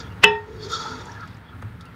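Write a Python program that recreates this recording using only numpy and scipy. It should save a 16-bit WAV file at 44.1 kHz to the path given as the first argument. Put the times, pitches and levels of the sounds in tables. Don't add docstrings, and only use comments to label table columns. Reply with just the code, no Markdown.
import sys
import numpy as np
from scipy import signal
from scipy.fft import rfft, irfft
from scipy.io import wavfile

SR = 44100
rng = np.random.default_rng(int(sys.argv[2]) if len(sys.argv) > 2 else 0)


def dump_mix(stems):
    frames = np.atleast_2d(stems).T
    limited = np.clip(frames, -1, 1)
    pcm = np.round(limited * 32767).astype(np.int16)
    wavfile.write(sys.argv[1], SR, pcm)


N = 85995

# pitch_hz, width_hz, level_db
RASP = [(3393.3, 120, 0), (3664, 90, 1), (3902, 150, -3), (4205, 170, -5), (4507, 133, 0), (4690, 132, -5),
        (5060, 140, -3.5), (5320, 130, -9), (5693, 157, -5), (6450, 130, -8.5), (6685, 190, -13.5),
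        (7275, 180, -14), (10070, 250, -31.5)]


def amp(db):
    return 10 ** (np.asarray(db) / 20)


def evened(x):
    return x / np.sqrt(np.mean(x ** 2) + 1e-20)


def read(points, hz):
    point_hz, value = np.transpose(points)
    return np.interp(np.log(hz + 1), np.log(point_hz + 1), value)


def level(points):
    return amp(np.interp(np.arange(N) / SR, *np.transpose(points)))


def add(mix, start_s, sound):
    part = mix[max(round(start_s * SR), 0):][:len(sound)]
    part += sound[:len(part)]


def colour(x, spectrum):
    gain = amp(read(spectrum, np.fft.rfftfreq(len(x), 1 / SR)))
    return irfft(rfft(x) * gain, len(x))


def coloured_noise(spectrum, size):
    return evened(colour(rng.standard_normal(size), spectrum))


def resonate(x, hz, width_hz):
    pass_width = min(1.55 * width_hz, .3 * SR)
    b, a = signal.iirpeak(min(hz, .45 * SR), hz / pass_width, SR)
    return signal.lfilter(b, a, signal.lfilter(b, a, x))


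def band_noise(hz, width_hz, size):
    return evened(resonate(rng.standard_normal(SR // 2), hz, width_hz)[-size:])


def wander(rate_hz, size):
    hz = np.fft.rfftfreq(size, 1 / SR)
    return evened(irfft(rfft(rng.standard_normal(size)) / (1 + (hz / rate_hz) ** 4), size))


def slow_wander(rate_hz):
    knots = rng.standard_normal(200)
    return np.interp(np.arange(N) * rate_hz / SR, np.arange(len(knots)), knots)


def fade(t, t60):
    return np.exp(-np.log(1000) * t / t60)


def fading_noise(t60s, spectrum):
    hz, t, bands = signal.stft(coloured_noise(spectrum, SR // 2), SR, nperseg=256)
    bands = bands * fade(t, read(t60s, hz)[:, None])
    return signal.istft(bands, SR, nperseg=256)[1][:SR // 2]


def slips():
    slips_per_s, spread_db = 6000, 2.5
    size = amp(spread_db * np.minimum(rng.exponential(1, N), 4))
    return size * rng.choice([-1., 1.], N) * (rng.random(N) < slips_per_s / SR)


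def hiss():
    # pitch_hz, level_db (per Hz)
    hiss_spectrum = [(100, 13), (2000, 5.5), (5000, -17), (9000, -24.5), (15000, -5.5)]
    return amp(-67) * coloured_noise(hiss_spectrum, N)


def rumble():
    # pitch_hz, level_db (per Hz)
    rumble_spectrum = [(20, -30), (38, -24), (60, -8), (85, -5), (106, 2), (135, -11), (165, -6),
                       (205, -14), (250, -12.5), (320, -29.5), (700, -54)]
    # time_s, level_db
    rumble_level = [(0, -41), (.08, -37), (.3, -39.5), (.46, -47.5), (.56, -39), (.75, -41.5),
                    (1.02, -41.5), (1.33, -40.5), (1.46, -46.5), (1.58, -38.5), (1.8, -41.5), (1.95, -43)]
    # start_s, length_s, pitch_hz, level_db
    bumps = [(0.881, 0.109, 254.9, -39), (1.005, .05, 100.5, -37), (1.295, .055, 104.4, -38),
             (1.627, 0.056, 103.6, -29), (1.733, 0.033, 99.4, -32.5)]
    out = level(rumble_level) * coloured_noise(rumble_spectrum, N)
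    for start_s, length_s, hz, db in bumps:
        t = np.arange(0, length_s, 1 / SR)
        swell = np.sin(np.pi * t / length_s)
        add(out, start_s, amp(db) * swell * np.sin(2 * np.pi * hz * t))
    return out


def late_echo(x):
    # pitch_hz, t60_s
    echo_t60 = [(150, 0.2264), (1000, .32), (3000, 0.34), (8000, -0.33)]
    # pitch_hz, level_db
    echo_spectrum = [(100, -2), (600, 2.5), (1500, 1.5), (3000, -8.5), (4500, 0.5), (9000, -5.5)]
    echo = fading_noise(echo_t60, echo_spectrum)
    return amp(-12) * signal.fftconvolve(x, echo / np.linalg.norm(echo))[:N]


def mixture():
    # pitch_hz, level_db (per Hz)
    smear_spectrum = [(150, -11.5), (260, 6), (600, -2), (1000, -1), (1700, 1), (2500, -8.5), (4000, -15.5),
                      (7000, -38), (8500, -28.5), (13000, -42)]
    # time_s, level_db
    smear_level = [(0, -42.5), (.12, -49.5), (.22, -46), (.5, -51), (.65, -45.5), (.85, -42), (1.05, -45.5),
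                   (1.3, -48), (1.44, -51), (1.64, -48.5), (1.76, -51.5), (1.95, -49.5)]
    # start_s, pitch_hz, width_hz,
    # level_db
    clicks = [(1.055, 6600, 1000, -44), (1.1175, 5650, 400, -43), (1.207, 4600, 1600, -47),
              (1.276, 4000, 3500, -51), (1.344, 4900, 450, -49.5), (1.368, 6700, 599, -56.5),
              (1.621, 5980, 5000, -52), (1.625, 1380, 604, -34.5), (1.626, 552, 450, -38),
              (1.81, 9800, 1500, -54.5), (1.855, 9800, 1490, -57.5)]
    click_decay_s = 0.0043
    out = level(smear_level) * evened(colour(slips(), smear_spectrum))
    t = np.arange(SR // 20) / SR
    for start_s, hz, width_hz, db in clicks:
        burst = band_noise(hz, width_hz, size=len(t))
        add(out, start_s, amp(db) * np.exp(-t / click_decay_s) * burst)
    return out


def ticks():
    # start_s, level_db
    tick_list = [(1.809, -46.5), (1.854, -54)]
    decay_s, tilt_db_per_khz = 0.0088, 1
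    out, t = np.zeros(N), np.arange(SR // 10) / SR
    for start_s, tick_db in tick_list:
        ring = np.zeros(len(t))
        for hz, width_hz, db in RASP:
            ring += amp(db + tilt_db_per_khz * hz / 1000) * band_noise(hz, width_hz, size=len(t))
        add(out, start_s, amp(tick_db) * np.exp(-t / decay_s) * evened(ring))
    return out


def knock():
    # pitch_hz, level_db, t60_s
    pot = [(420.9, -14.5, 0.61), (785, -30, 0.47), (904.6, -15, 0.544), (1357, -28, 0.33),
           (1750, -34, 0.36), (1854, -17.5, 0.56), (2397, -25.5, .22), (2626, -8.5, 0.21),
           (2955, -10.5, 0.13), (3400, -23.5, .25), (3700, -34.5, 0.25), (5120, -43.5, 0.17),
           (5240, -38.5, .22), (6449, -50, .18)]
    # delay_s, pitch_hz, level_db, t60_s
    clack = [(0, 185, -25, .3), (0, 495, -24, .25), (0, 1130, -28, .2), (0, 1540, -6, .035),
             (0, 1794, -0.5, .03), (0, 1990, -5.5, .06), (.003, 2670, 3, 0.037), (.006, 3100, -6.5, .04)]
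    # pitch_hz, level_db (per Hz)
    wash_spectrum = [(100, -17), (190, -1.5), (290, -13), (480, -4), (620, -11.5), (850, -1.5), (1400, 0),
                     (2000, 2.5), (2220, -11.5), (2600, 3), (3100, -1), (3800, -6.5), (4450, -22),
                     (5250, -13), (6000, -25), (7500, -31), (14000, -42)]
    # pitch_hz, t60_s
    wash_t60 = [(200, .4), (1000, .3), (3000, .25), (5300, .26), (7500, .09), (14000, 0.066)]
    # pitch_hz, level_db (per Hz)
    around_spectrum = [(150, -26), (330, -20), (600, -6), (1500, -1.5), (2100, -5.5), (2800, -1),
                       (3800, -9.5), (5300, -14), (7000, -28), (13000, -38.5)]
    knock_s = .2383
    contact_s = 0.00066
    late_s, late_fade_db_per_s = 0.13, 128.5
    flutter_hz, flutter_per_khz = 45, 0.16
    out, t = np.zeros(N), np.arange(SR // 2) / SR
    attack = 1 - np.exp(-t / contact_s)
    shape = attack * amp(-late_fade_db_per_s * np.maximum(t - late_s, 0))
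    for hz, db, t60 in pot:
        depth = flutter_per_khz * hz / 1000
        shake = wander(flutter_hz, size=len(t)) + 1j * wander(flutter_hz, size=len(t))
        tone = ((1 + depth * shake) * np.exp(2j * np.pi * hz * t)).imag
        add(out, knock_s, amp(db) * shape * fade(t, t60) * tone)
    for delay_s, hz, db, t60 in clack:
        tone = np.sin(2 * np.pi * hz * t)
        add(out, knock_s + delay_s, amp(db) * shape * fade(t, t60) * tone)
    add(out, knock_s, amp(-21) * shape * fading_noise(wash_t60, wash_spectrum))
    swell_s = 0.0039
    around = t[:SR // 10] - t[SR // 20]
    noise = np.exp(-abs(around) / swell_s) * coloured_noise(around_spectrum, len(around))
    add(out, knock_s + around[0], amp(-10) * noise)
    return out


def drifting(x, hz, width_hz):
    drift_hz, drift_share, drift_db = 16, 0.009, 1.5
    path_hz = hz * (1 + drift_share * slow_wander(drift_hz))
    turn = np.exp(2j * np.pi * np.cumsum(path_hz) / SR)
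    r = np.exp(-np.pi * 1.55 * width_hz / SR)
    held = signal.lfilter([(1 - r) ** 2], [1, -2 * r, r * r], x * turn.conj() + 1e-18)
    return 2 * (turn * held).real * amp(drift_db * slow_wander(drift_hz))


def scrape():
    # pitch_hz, width_hz, level_db
    base = [(382.3, 33, -6), (431, 42, 0)]
    wall = [(909.4, 65, 7.5), (950, 70, -3)]
    squeal = [(1158, 54, -10), (1304.5, 60, 1.5), (1362, 48, 3.5), (1660, 110, -15.5)]
    # time_s, level_db
    base_level = [(0, -49.5), (.2, -51), (.44, -53.5), (.48, -45), (.55, -45), (.66, -40.5), (.76, -40),
                  (.86, -47), (1.07, -47), (1.2, -61.5), (1.95, -61.5)]
    wall_level = [(0, -56), (.2, -56.5), (.66, -54), (.78, -49), (.85, -39.5), (.98, -47), (1.09, -43.5),
                  (1.3, -60.5), (1.95, -66)]
    squeal_level = [(0, -39.5), (.04, -49), (.2, -53), (.6, -61), (.69, -43), (0.737, -30), (.78, -34.5),
                    (.92, -36.5), (1, -46.5), (1.14, -50), (1.236, -37), (1.28, -55), (1.47, -63),
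                    (1.535, -46.5), (1.58, -59), (1.76, -57.5), (1.81, -52), (1.95, -60)]
    rasp_level = [(0, -37.5), (0.039, -57), (.16, -70.5), (.45, -66.5), (.59, -57), (.648, -40.5),
                  (.675, -46.5), (0.741, -28.5), (.78, -36.5), (.83, -37.5), (.95, -45.5), (1.1, -57),
                  (1.32, -58), (1.41, -73), (1.48, -66), (1.56, -78), (1.95, -72)]
    # pitch_hz, level_db (per Hz)
    grit_spectrum = [(2500, -22), (3500, -3), (6700, 2.5), (8000, -10.5), (12000, -17), (15000, -29.5)]
    # time_s, level_db
    grit_level = [(0, -58), (.1, -78), (.6, -70), (.645, -51), (.68, -63), (.715, -42), (.77, -50),
                  (.95, -54), (1.1, -55), (1.3, -66.5), (1.42, -78), (1.95, -74.5)]
    # start_s, length_s, pitch_hz, level_db
    squeaks = [(0, 0.12, 3380, -53), (0.089, .07, 2810, -54), (0.462, .06, 366, -41),
               (0.607, 0.058, 4500, -44.5), (0.631, .06, 399, -39), (0.714, 0.044, 1348, -29),
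               (.83, .05, 863, -39), (0.886, .08, 1396, -37), (1.069, 0.0458, 1670, -45),
               (1.138, .06, 1680, -42), (1.201, .06, 1640, -41.5), (1.434, .11, 3330, -56),
               (1.836, 0.065, 2744, -58)]
    squeak_width = 0.051
    stutter_hz, stutter_db = 50, 0.9
    drive = slips() * amp(stutter_db * wander(stutter_hz, size=N))
    out = level(grit_level) * evened(colour(drive, grit_spectrum))
    groups = [(base, base_level), (wall, wall_level), (squeal, squeal_level), (RASP, rasp_level)]
    for group, curve in groups:
        ringing = sum(amp(db) * drifting(drive, hz, width_hz) for hz, width_hz, db in group)
        out += level(curve) * evened(ringing)
    for start_s, length_s, hz, db in squeaks:
        size = round(length_s * SR)
        squeak = np.hanning(size) * band_noise(hz, squeak_width * hz, size=size)
        add(out, start_s, amp(db) * squeak)
    return out


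def sink(x):
    sink_s, sink_time_s, sunk_hz = 0.81, 0.46, 6160
    dull = irfft(rfft(x) / (1 + (np.fft.rfftfreq(N, 1 / SR) / sunk_hz) ** 6), N)
    under = np.clip((np.arange(N) / SR - sink_s) / sink_time_s, 0, 1)
    return x + under * (dull - x)


def scene():
    stirring = mixture() + ticks() + sink(scrape())
    return (hiss() + rumble() + late_echo(stirring) + knock() + stirring)[None]


def record(dry):
    overload, edge_hz = 0.97, 15750
    clipped = np.clip(dry, -overload, overload)
    low_pass = signal.firwin(511, edge_hz, window=("kaiser", 9), fs=SR)
    return signal.oaconvolve(clipped, low_pass[None], "same")


dry = scene()
out = record(dry)
dump_mix(out)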